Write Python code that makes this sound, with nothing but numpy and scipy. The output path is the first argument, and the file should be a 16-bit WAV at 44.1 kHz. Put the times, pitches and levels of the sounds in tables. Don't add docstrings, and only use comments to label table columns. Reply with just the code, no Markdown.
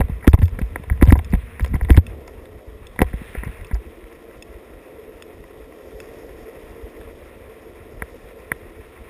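import sys
import numpy as np
from scipy import signal
from scipy.fft import rfft, irfft, next_fast_len
from scipy.io import wavfile
from scipy.ndimage import uniform_filter1d

SR = 44100
rng = np.random.default_rng(int(sys.argv[2]) if len(sys.argv) > 2 else 0)


def generate_wav(sig):
    pcm = np.round(np.clip(np.atleast_2d(sig).T, -1, 1) * 32767).astype(np.int16)
    wavfile.write(sys.argv[1], SR, pcm)


def volts_from_db(level):
    exponent = np.asarray(level, float) / 20
    return 10 ** exponent


N = 400869

# (f/Hz, level/dB, time to fall 60 dB/s)
LOW_MODES = [(425, 5, 0.016), (524, 2.5, 0.024), (730, 0, 0.024), (1004, -0.5, 0.025)]
MID_MODES = [(1342, -7, 0.023), (1623, 0.5, 0.015), (1933, 6.5, 0.012), (2295, -2, 0.014)]
HIGH_MODES = [(2547, 10.4, 0.0057), (3250, 0.42, 0.015), (3580, 1.8, 0.011)]
# (t/s, door level/dB, door f/Hz, shell level/dB, hollowness/dB)
SLAMS = [
    (0.2752, 4.5, 272, -10, -4),
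    (0.3378, -9.5, 260, -19, 8),
    (1.0238, 3, 266, -12, -0.5),
    (1.1223, 2.5, 262, -12.5, 5.5),
    (1.9023, -2.5, 255, -12.5, -4),
    (3.0152, -3.5, 257, -10, 6.5),
]


def rms_one(x):
    return x / np.sqrt(np.mean(x ** 2) + 1e-20)


def drift(rate):
    r = np.exp(-80 * np.pi * rate / SR)
    noise = rng.standard_normal(N // 40 + 2002)
    slow = signal.lfilter([1], [1, -2 * r, r * r], noise)[2000:]
    return np.interp(np.arange(N) / 40, np.arange(len(slow)), rms_one(slow))


def coloured(source, spectrum):
    size = next_fast_len(N)
    hz, level_db = np.transpose(spectrum)
    bins_hz = np.arange(size // 2 + 1) * SR / size
    shape_db = np.interp(np.log(bins_hz + 1e-9), np.log(hz), level_db, -120, -120)
    return rms_one(irfft(rfft(source, size) * volts_from_db(shape_db), size)[:N])


def ring(force, hz, t60):
    r, w = volts_from_db(-60 / (t60 * SR)), 2 * np.pi * hz / SR
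    return signal.lfilter([0, np.sin(w)], [1, -2 * r * np.cos(w), r * r], force + 1e-18)


def shell(force, modes, cut_hz):
    rings = sum(volts_from_db(level_db) * ring(force, hz, t60) * (-1) ** k for k, (hz, level_db, t60) in enumerate(modes))
    return signal.sosfilt(signal.butter(8, cut_hz, fs=SR, output="sos"), rings)


def crackles(count, length_s):
    t = np.arange(2048) / SR
    length_s = np.reshape(length_s, (-1, 1))
    after = rng.standard_normal((count, len(t))) * np.exp(-t / length_s) * (1 - np.exp(-t / 0.00018))
    return (t == 0) + 0.19 * after


def add(out, times, levels_db, sounds):
    for s, level_db, sound in zip(times, levels_db, sounds):
        part = out[round(s * SR):round(s * SR) + len(sound)]
        part += (volts_from_db(level_db) * sound / np.max(np.abs(sound)))[:len(part)]


def soft_blows(rows, rise_s):
    out, t = np.zeros(N + SR), np.arange(SR // 2) / SR
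    for s, level_db, hz, t60, *push in rows:
        swing = np.sin(2 * np.pi * hz * t) * volts_from_db(level_db - 60 * t / t60)
        swing *= 1 - np.exp(-t / rise_s)
        swing *= 1 + sum(push) * np.exp(-t / 0.0053)
        out[round(s * SR):round(s * SR) + len(t)] += swing
    return out[:N]


def in_time(rows):
    s, *columns = np.transpose(rows)
    return [np.interp(np.arange(N) / SR, s, c) for c in columns]


def swells(rows):
    return sum(db * np.exp(-((np.arange(N) / SR - s) / width_s) ** 2) for s, db, width_s in rows)


def road(grains_per_s, spread_db, patchy_db):
    sizes = volts_from_db(spread_db * np.minimum(rng.exponential(1, N), 5)) * rng.choice([-1, 1], N)
    return sizes * (rng.random(N) < grains_per_s / SR) * volts_from_db(patchy_db * drift(16.4))


def ride():
    # (t/s, wheel load as hum level/dB, rubbing on the shell level/dB)
    course = [(0.0, -47.5, -51.5), (0.45, -47, -56), (1.21, -48, -52.5), (1.64, -51, -52),
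              (2.1, -43, -53.5), (2.58, -44, -57.5), (2.88, -48, -57), (3.37, -47, -42), (3.5, -47, -46.5),
              (3.75, -47, -52.5), (4.23, -44.5, -55.5), (4.91, -43.5, -55.5), (5.69, -44, -55.5),
              (6.13, -40, -53), (7.01, -42, -53.5), (7.37, -45, -53), (7.95, -43.5, -54.5),
              (9.09, -46, -53)]
    # (t/s, level/dB, half width/s)
    strokes = [
        (.75, 4, 0.15),
        (1.5, 5, 0.11),
        (3.3, -2, .04),
        (3.385, 1.5, 0.042),
        (3.46, 1, 0.024),
        (3.61, 1.5, 0.044),
    ]
    hum_db, rub_db = in_time(course)
    rub_db = rub_db + swells(strokes)
    early_rub_db = np.roll(rub_db, -int(0.098 * SR))
    top_db = -65.5 + 0.63 * (early_rub_db - rub_db.mean()) + 0.24 * (hum_db - hum_db.mean())
    return hum_db, rub_db, top_db


def wind():
    # (t/s, level/dB)
    gusts = [(1.97, -33), (2.1, -30), (2.2, -41), (2.5, -47), (3.05, -38), (3.31, -43), (3.56, -42),
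             (4.28, -51), (5.29, -47.5), (5.86, -51.5), (6.13, -45), (6.27, -49.5), (6.85, -44.5),
             (7.34, -43), (7.47, -50.5), (8.04, -40), (8.23, -48.5), (9.09, -44.5)]
    # (f/Hz, level per Hz/dB)
    rumble = [(15, -44), (28, -3), (60, 1.5), (85, -4.5), (115, -13), (170, -20), (260, -17.5)]
    return volts_from_db(in_time(gusts)[0] - 1.0 + 4.7 * drift(15.0)) * coloured(rng.standard_normal(N), rumble)


def rubbing(rub_db):
    # (f/Hz, level per Hz/dB)
    upper = [(1350, -7), (1550, -7.5), (1920, -0.5), (2150, -3.5), (2600, -5.5), (2900, -12)]
    lower = [(600, 1), (830, -4.5), (1050, 4), (1200, -1.5), (1350, 0), (1550, -48), (1700, -42)]
    grit = road(9000, 1.9, 1.56)
    return volts_from_db(rub_db - 1.34) * coloured(grit, upper) + volts_from_db(-57.5 + 0.51 * (rub_db + 56.0)) * coloured(grit, lower)


def top_hiss(top_db):
    # (f/Hz, level per Hz/dB)
    treble = [(2600, -27), (2950, -1), (3340, -0.5), (3750, -2.5), (4200, -12.5), (4400, -8)]
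    return volts_from_db(top_db + 0.95) * coloured(road(9000, 3.7, 0.73), treble)


def bearings(hum_db, top_db):
    # (t/s, level/dB, half width/s)
    carves = [
        (6.15, 3, 0.33),
        (8.16, 2.5, .15),
    ]
    # (f/Hz, level per Hz/dB)
    bright = [(4000, -22), (4300, -19), (4600, -8), (5050, -5.5), (5300, -2.5), (5480, -3), (6000, -1)]
    level_db = -70.5 + swells(carves) + 0.5 * (hum_db + 47.5) + 0.57 * (top_db + 68)
    return volts_from_db(level_db) * coloured(road(9000, 2.1, 1.2), bright)


def deck_note(hz, waver_db, waver_rate):
    t60_s = 0.038
    note = rms_one(ring(ring(road(4000, 1.86, 1.0), hz, t60_s), hz, t60_s))
    stray = np.cumsum(0.015 * drift(.8))
    place = np.arange(N) + stray - np.linspace(stray[0], stray[-1], N)
    return np.interp(place, np.arange(N), note, period=N) * volts_from_db(waver_db * drift(waver_rate))


def wheels():
    # (f/Hz, level per Hz/dB)
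    broad = [(130, -19), (200, -13), (250, -8.5), (275, -9), (340, -7), (375, -7), (450, -9), (530, -6),
             (570, -10), (740, -15), (810, -25), (950, -20.5)]
    # (f/Hz, level over the broad hum/dB)
    neighbours = [(350, -12), (520, -15)]
    ridge_hz, ridge_t60_s = 1920, 0.012
    grains = road(4000, 2.3, 0.6)
    deck = volts_from_db(-1) * deck_note(447, 0.54, 7.9)
    deck = deck + sum(volts_from_db(db) * deck_note(hz, 3.9, 1.04) for hz, db in neighbours)
    ridge = rms_one(ring(ring(grains, ridge_hz, ridge_t60_s), ridge_hz, ridge_t60_s))
    return rms_one(coloured(grains, broad) + deck + volts_from_db(-19.5) * ridge)


def ducking(bumps, depth, release_db_s):
    over_db = np.maximum(20 * np.log10(np.abs(bumps) + 1e-9) + 14, 0)
    slope = release_db_s * np.arange(N) / SR
    held_db = np.maximum.accumulate(over_db + slope) - slope
    return volts_from_db(-depth * uniform_filter1d(held_db, size=200))


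def rattle(bumps):
    shake = np.abs(uniform_filter1d(np.abs(np.gradient(bumps)) * SR / 1000, size=200)) ** 0.76
    force = volts_from_db(-41) * shake * road(700, 3, 2)
    low, mid = shell(force, LOW_MODES, 1100), shell(force, MID_MODES, 2730)
    return low + volts_from_db(-2) * mid + volts_from_db(-3.5) * shell(force, HIGH_MODES, 5100)


def ticks():
    # (t/s, peak level/dB)
    events = [(0.24, -50), (0.272, -40), (0.2764, -35), (0.298, -41), (0.311, -47), (0.3397, -32),
              (0.3455, -42), (0.389, -50), (0.407, -50), (0.4304, -40), (0.437, -45), (0.4788, -46),
              (0.492, -48), (0.5935, -42), (1.0195, -44), (1.0261, -33), (1.034, -42), (1.044, -48),
              (1.0535, -42), (1.0864, -37), (1.112, -38), (1.1175, -38), (1.1774, -43), (1.3029, -44),
              (1.316, -46), (1.339, -48), (1.598, -44), (1.624, -44), (1.647, -40), (1.66, -43),
              (1.678, -42), (1.7456, -40), (1.829, -46), (1.8944, -39), (1.908, -35), (1.925, -39),
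              (1.953, -45), (1.9655, -34), (2.2763, -38), (2.934, -55), (3.007, -47), (3.022, -31),
              (3.4476, -45), (3.6681, -44), (3.743, -36), (4.128, -51)]
    # (f/Hz, level/dB, time to fall 60 dB/s)
    modes = [(4650, 7.5, 0.0027), (5210, 9, 0.0039), (5820, -5, 0.028)]
    s, peak_db = np.transpose(events)
    out, thin = np.zeros(N), signal.butter(3, 3900, "high", fs=SR, output="sos")
    add(out, s, peak_db - .6, signal.sosfilt(thin, shell(crackles(len(s), 0.0028), modes, 7000)))
    return out


def flicks():
    # (t/s, peak level/dB, dullness as tilt toward the low notes/dB per octave)
    events = [
        (0.456, -40, -3),
        (1.2458, -39, -2),
        (2.0663, -35.5, 2),
        (2.869, -39, -2.5),
        (3.6464, -42, 5.5),
        (4.4238, -36, -2),
        (5.223, -35, 5.5),
        (6.002, -36, 0),
    ]
    # (f/Hz, level/dB, time to fall 60 dB/s)
    modes = [(1050, -14, .015), (1400, -13, .015), (1820, -6, 0.016), (2610, 0, 0.024), (3500, -3, 0.02),
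             (4540, -13, 0.012), (5230, -6, 0.02), (5780, -12, .01)]
    s, peak_db, tilt_db = np.transpose(events)
    force, out = crackles(len(s), .001), np.zeros(N)
    shares = volts_from_db(1.5 * rng.standard_normal((len(s), len(modes))))
    rings = 0
    for k, (hz, db, t60) in enumerate(modes):
        strength = shares[:, [k]] * volts_from_db(db + tilt_db[:, None] * np.log2(3600 / hz))
        rings = rings + strength * ring(force, hz, t60) * (-1) ** k
    add(out, s, peak_db + 8.0, signal.sosfilt(signal.butter(1, 700, "high", fs=SR, output="sos"), rings))
    return out


def contacts():
    # (t/s, peak level/dB, hollowness as level of the low notes/dB)
    scuffs = [(0.083, -39, 3), (0.209, -42, -2), (0.2722, -27, -17), (0.2945, -47, -4), (0.317, -45, -3),
              (0.3482, -31, 3), (0.4205, -29, 5), (0.436, -41, 5), (0.491, -49, -6), (0.975, -41, 1),
              (1.0206, -22, -1), (1.035, -31, 8), (1.0805, -35, -4), (1.133, -44, -3), (1.14, -42, -10),
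              (1.171, -42, -5), (1.413, -49, -3), (1.6715, -38, 2), (1.734, -37, -1), (1.832, -40, -6),
              (1.914, -31, -4), (1.922, -38, 3), (1.9305, -33, -3), (1.9575, -36, -10), (1.985, -46, 5),
              (3.042, -37, 4), (3.367, -39, -13), (3.385, -34, -11), (3.476, -39.5, 5), (3.582, -41, -5),
              (3.611, -36, -16), (4.04, -40, -4), (4.124, -43, -3), (4.31, -43, -9), (5.305, -42, -5),
              (5.439, -40, 1), (5.723, -42, 0), (5.82, -48, 0), (6.291, -42, -3), (7.012, -39.5, 6)]
    snaps = [(0.0049, -24, 13), (0.097, -45, 10.5), (0.2688, -28, 4.5), (0.3319, -21.5, 3.5),
             (0.389, -36, -4), (0.4171, -31, 5.5), (0.4273, -31.5, -3), (0.48, -37.5, 1.5),
             (0.615, -33.5, -6), (0.8365, -38.5, 4.5), (1.053, -36, 8), (1.0646, -34, 5), (1.073, -31, 6),
             (1.0843, -32.5, 9), (1.0985, -27, 2), (1.1634, -43, 14.5), (1.1896, -27.5, 3),
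             (1.324, -33.5, -2), (1.35, -31.5, 3), (1.6062, -30.5, -4), (1.6447, -25, -1),
             (1.6603, -36, 7.5), (1.7613, -36, 6), (1.8475, -33.5, -1), (1.9662, -23.5, -19),
             (1.9729, -17.5, 0), (1.9801, -25, 12.5), (2.278, -38.5, 4), (2.4546, -40, -7), (2.96, -42, 13)]
    clacks = [(0.014, -18.5, 0.5), (0.225, -35, -5), (0.2434, -29, 2), (0.375, -41, 9), (0.5885, -22.5, -1),
              (0.7579, -14.5, -3), (0.8984, -17, -7.5), (0.923, -37, -7), (1.0122, -18.5, -4),
              (1.1046, -14, -20), (1.139, -51, -4), (1.153, -30, 13), (1.336, -19.5, 0),
              (1.595, -20.5, -5.5), (1.7397, -25.5, 0), (1.7523, -27, -1), (1.8104, -21.5, -3),
              (1.8854, -31, 2), (1.895, -22.5, 8.5), (1.9442, -24, -4), (2.9902, -10, -9.5),
              (3.0042, -23.5, 5), (3.026, -24.5, 8), (3.1298, -32, -2), (3.35, -23, 0.5),
              (3.4333, -23, -2.5), (3.711, -30.5, 1), (3.749, -35.5, 3.5), (8.0209, -14, -7.5),
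              (8.5169, -6.5, -12.5)]
    rows = [(s + 0.00131, db, low_db, -5, 0.64) for s, _, _, db, low_db in SLAMS]
    rows += [(s, db, low_db, -22.5, 2.1 - 0.5 * (db + 25.0)) for s, db, low_db in clacks]
    rows += [(s, db, low_db, -1.5, 1.8) for s, db, low_db in snaps]
    rows += [(s, db, low_db, -6.5, 1.1) for s, db, low_db in scuffs]
    return rows


def taps():
    s, peak_db, low_db, high_db, contact_ms = np.transpose(contacts())
    force, out = crackles(len(s), np.clip(contact_ms, .2, 9) / 700), np.zeros(N)
    add(out, s, peak_db + low_db - .6, shell(force, LOW_MODES, 1580))
    add(out, s, peak_db + 0.32, shell(force, MID_MODES, 2330))
    add(out, s, peak_db + high_db - .6, shell(force, HIGH_MODES, 5100))
    return out


def door():
    # (t/s, level/dB, f/Hz)
    knocks = [(0.0014, -6.5, 189), (0.096, -14.5, 153), (0.388, -13, 150), (0.4201, -12.5, 181),
              (0.4245, -19, 120), (0.587, -17, 196), (0.6145, -11.5, 177), (0.761, -22, 282),
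              (0.797, -23, 147), (0.9202, -17.5, 137), (1.0736, -8, 168), (1.11, -16, 169),
              (1.1542, -17, 240), (1.3328, -5, 207), (1.3372, -7.5, 168), (1.3488, -16.5, 146),
              (1.6056, -18.5, 203), (1.7393, -9.5, 200), (1.76, -15, 150), (1.9553, -15.5, 151),
              (1.977, -4, 245), (2.991, -13, 239), (3.0035, -11.5, 179), (3.138, -16, 168),
              (3.216, -21, 193), (3.35, -24.5, 218.8), (3.433, -23, 202), (3.47, -19, 168),
              (3.712, -20, 215), (8.0207, -25.5, 174), (8.5158, -21, 229)]
    slams = [(s, db, hz, 0.018) for s, db, hz, *_ in SLAMS]
    recoils = [(s + 0.00358, db + 3, 202, 0.008) for s, db, *_ in SLAMS if db > -9]
    rebounds = [(s + 0.0066, db - 13, 142, 0.024) for s, db, *_ in SLAMS]
    light = [(s, db, hz, 3.9 / hz) for s, db, hz in knocks]
    return soft_blows(slams + recoils + light, 0.0014) - soft_blows(rebounds, 0.0018)


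def shut_in_air():
    # (t/s, level/dB, f/Hz, time to fall 60 dB/s, extra first shove as share; below 0 it swells in)
    thumps = [(0.01, -6, 64, 0.061, 1), (0.0407, -13, 60.7, 0.093, .5), (0.096, -17.5, 70.0, 0.076, -0.5),
              (0.1187, -19, 59.5, 0.19, .5), (0.282, -7, 70.6, 0.14, 4.5), (0.3374, 12, 82, 0.038, -0.03),
              (0.3967, -13, 52.7, 0.13, 1.3), (0.4295, -2, 85, 0.13, 0.4), (0.4528, -20, 98, 0.087, -1),
              (0.6233, -13, 55.3, 0.2, -0.1), (0.9109, -4.5, 64, 0.088, -0.1), (1.0, -22, 63.6, 0.19, 2),
              (1.0308, -6, 63, 0.13, 4), (1.0822, 5.5, 84.5, 0.08, -0.74), (1.1277, -6, 65.6, 0.12, 6),
              (1.1745, -13.5, 79, 0.16, 0.8), (1.3397, -6, 50.7, 0.09, 0.8), (1.6216, -8.5, 66, 0.13, -0.5),
              (1.7471, -5, 71, 0.049, .5), (1.82, -11.5, 57, 0.28, .5), (1.849, -15, 70, 0.14, 1),
              (1.9097, -4, 65.3, 0.17, 4), (1.9754, 3.5, 83.8, 0.084, 1.8), (3.0209, -7, 62.4, 0.049, 1.5),
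              (3.0462, -20, 61, 0.24, 0.5), (3.1365, -18.5, 53, 0.18, 1), (3.375, -19.5, 55, 0.18, .5),
              (3.4633, -24.5, 101, 0.13, .5), (3.7324, -12, 54, 0.19, .5), (8.022, -25, 65, 0.086, 0),
              (8.523, -19, 102, 0.023, .5)]
    sways = [(s + 0.0271, -22 - 0.45 * (hz - 66), 61.2, 0.11, .3) for s, db, hz, *_ in thumps if db > -7]
    return soft_blows(thumps + sways, 0.0029)


def scene():
    hum_db, rub_db, top_db = ride()
    steady = wind() + volts_from_db(hum_db + 0.06) * wheels()
    steady = steady + rubbing(rub_db) + top_hiss(top_db) + bearings(hum_db, top_db)
    knocks, thumps = volts_from_db(5.0) * door(), -volts_from_db(3.0) * shut_in_air()
    steady = steady * ducking(knocks + thumps, 0.42, 190.0)
    mono = knocks + thumps + rattle(knocks + 0.074 * thumps) + taps() + ticks() + flicks() + steady
    return np.array([mono, mono])


def band_limit(x):
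    return signal.sosfilt(signal.butter(12, 16500, fs=SR, output="sos"), x)


def record(dry):
    hold_rate, out_rate = 12000, 48000
    capsule = signal.sosfilt(signal.butter(1, 14.0, "high", fs=SR, output="sos"), dry[0])
    overloaded = np.clip(0.98 * capsule, -1, 1)
    flat = signal.sosfiltfilt(signal.butter(8, 5850, fs=SR, output="sos"), overloaded)
    slow = signal.resample_poly(flat, hold_rate // 300, SR // 300)
    held = np.repeat(slow, out_rate // hold_rate)
    held = signal.resample_poly(held, SR // 300, out_rate // 300)[:N]
    hiss = np.gradient(rng.standard_normal(N)) * uniform_filter1d(np.abs(held), size=1000)
    unlike = volts_from_db(-39.5) * drift(7.8) * held + volts_from_db(-55) * hiss
    pair = np.clip(volts_from_db(.4) * np.array([held + unlike, held - unlike]), -1, 1)
    mix = signal.sosfiltfilt(signal.cheby2(12, 50, 16100, fs=SR, output="sos"), pair)
    return band_limit(mix)


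dry = scene()
out = record(dry)
generate_wav(out)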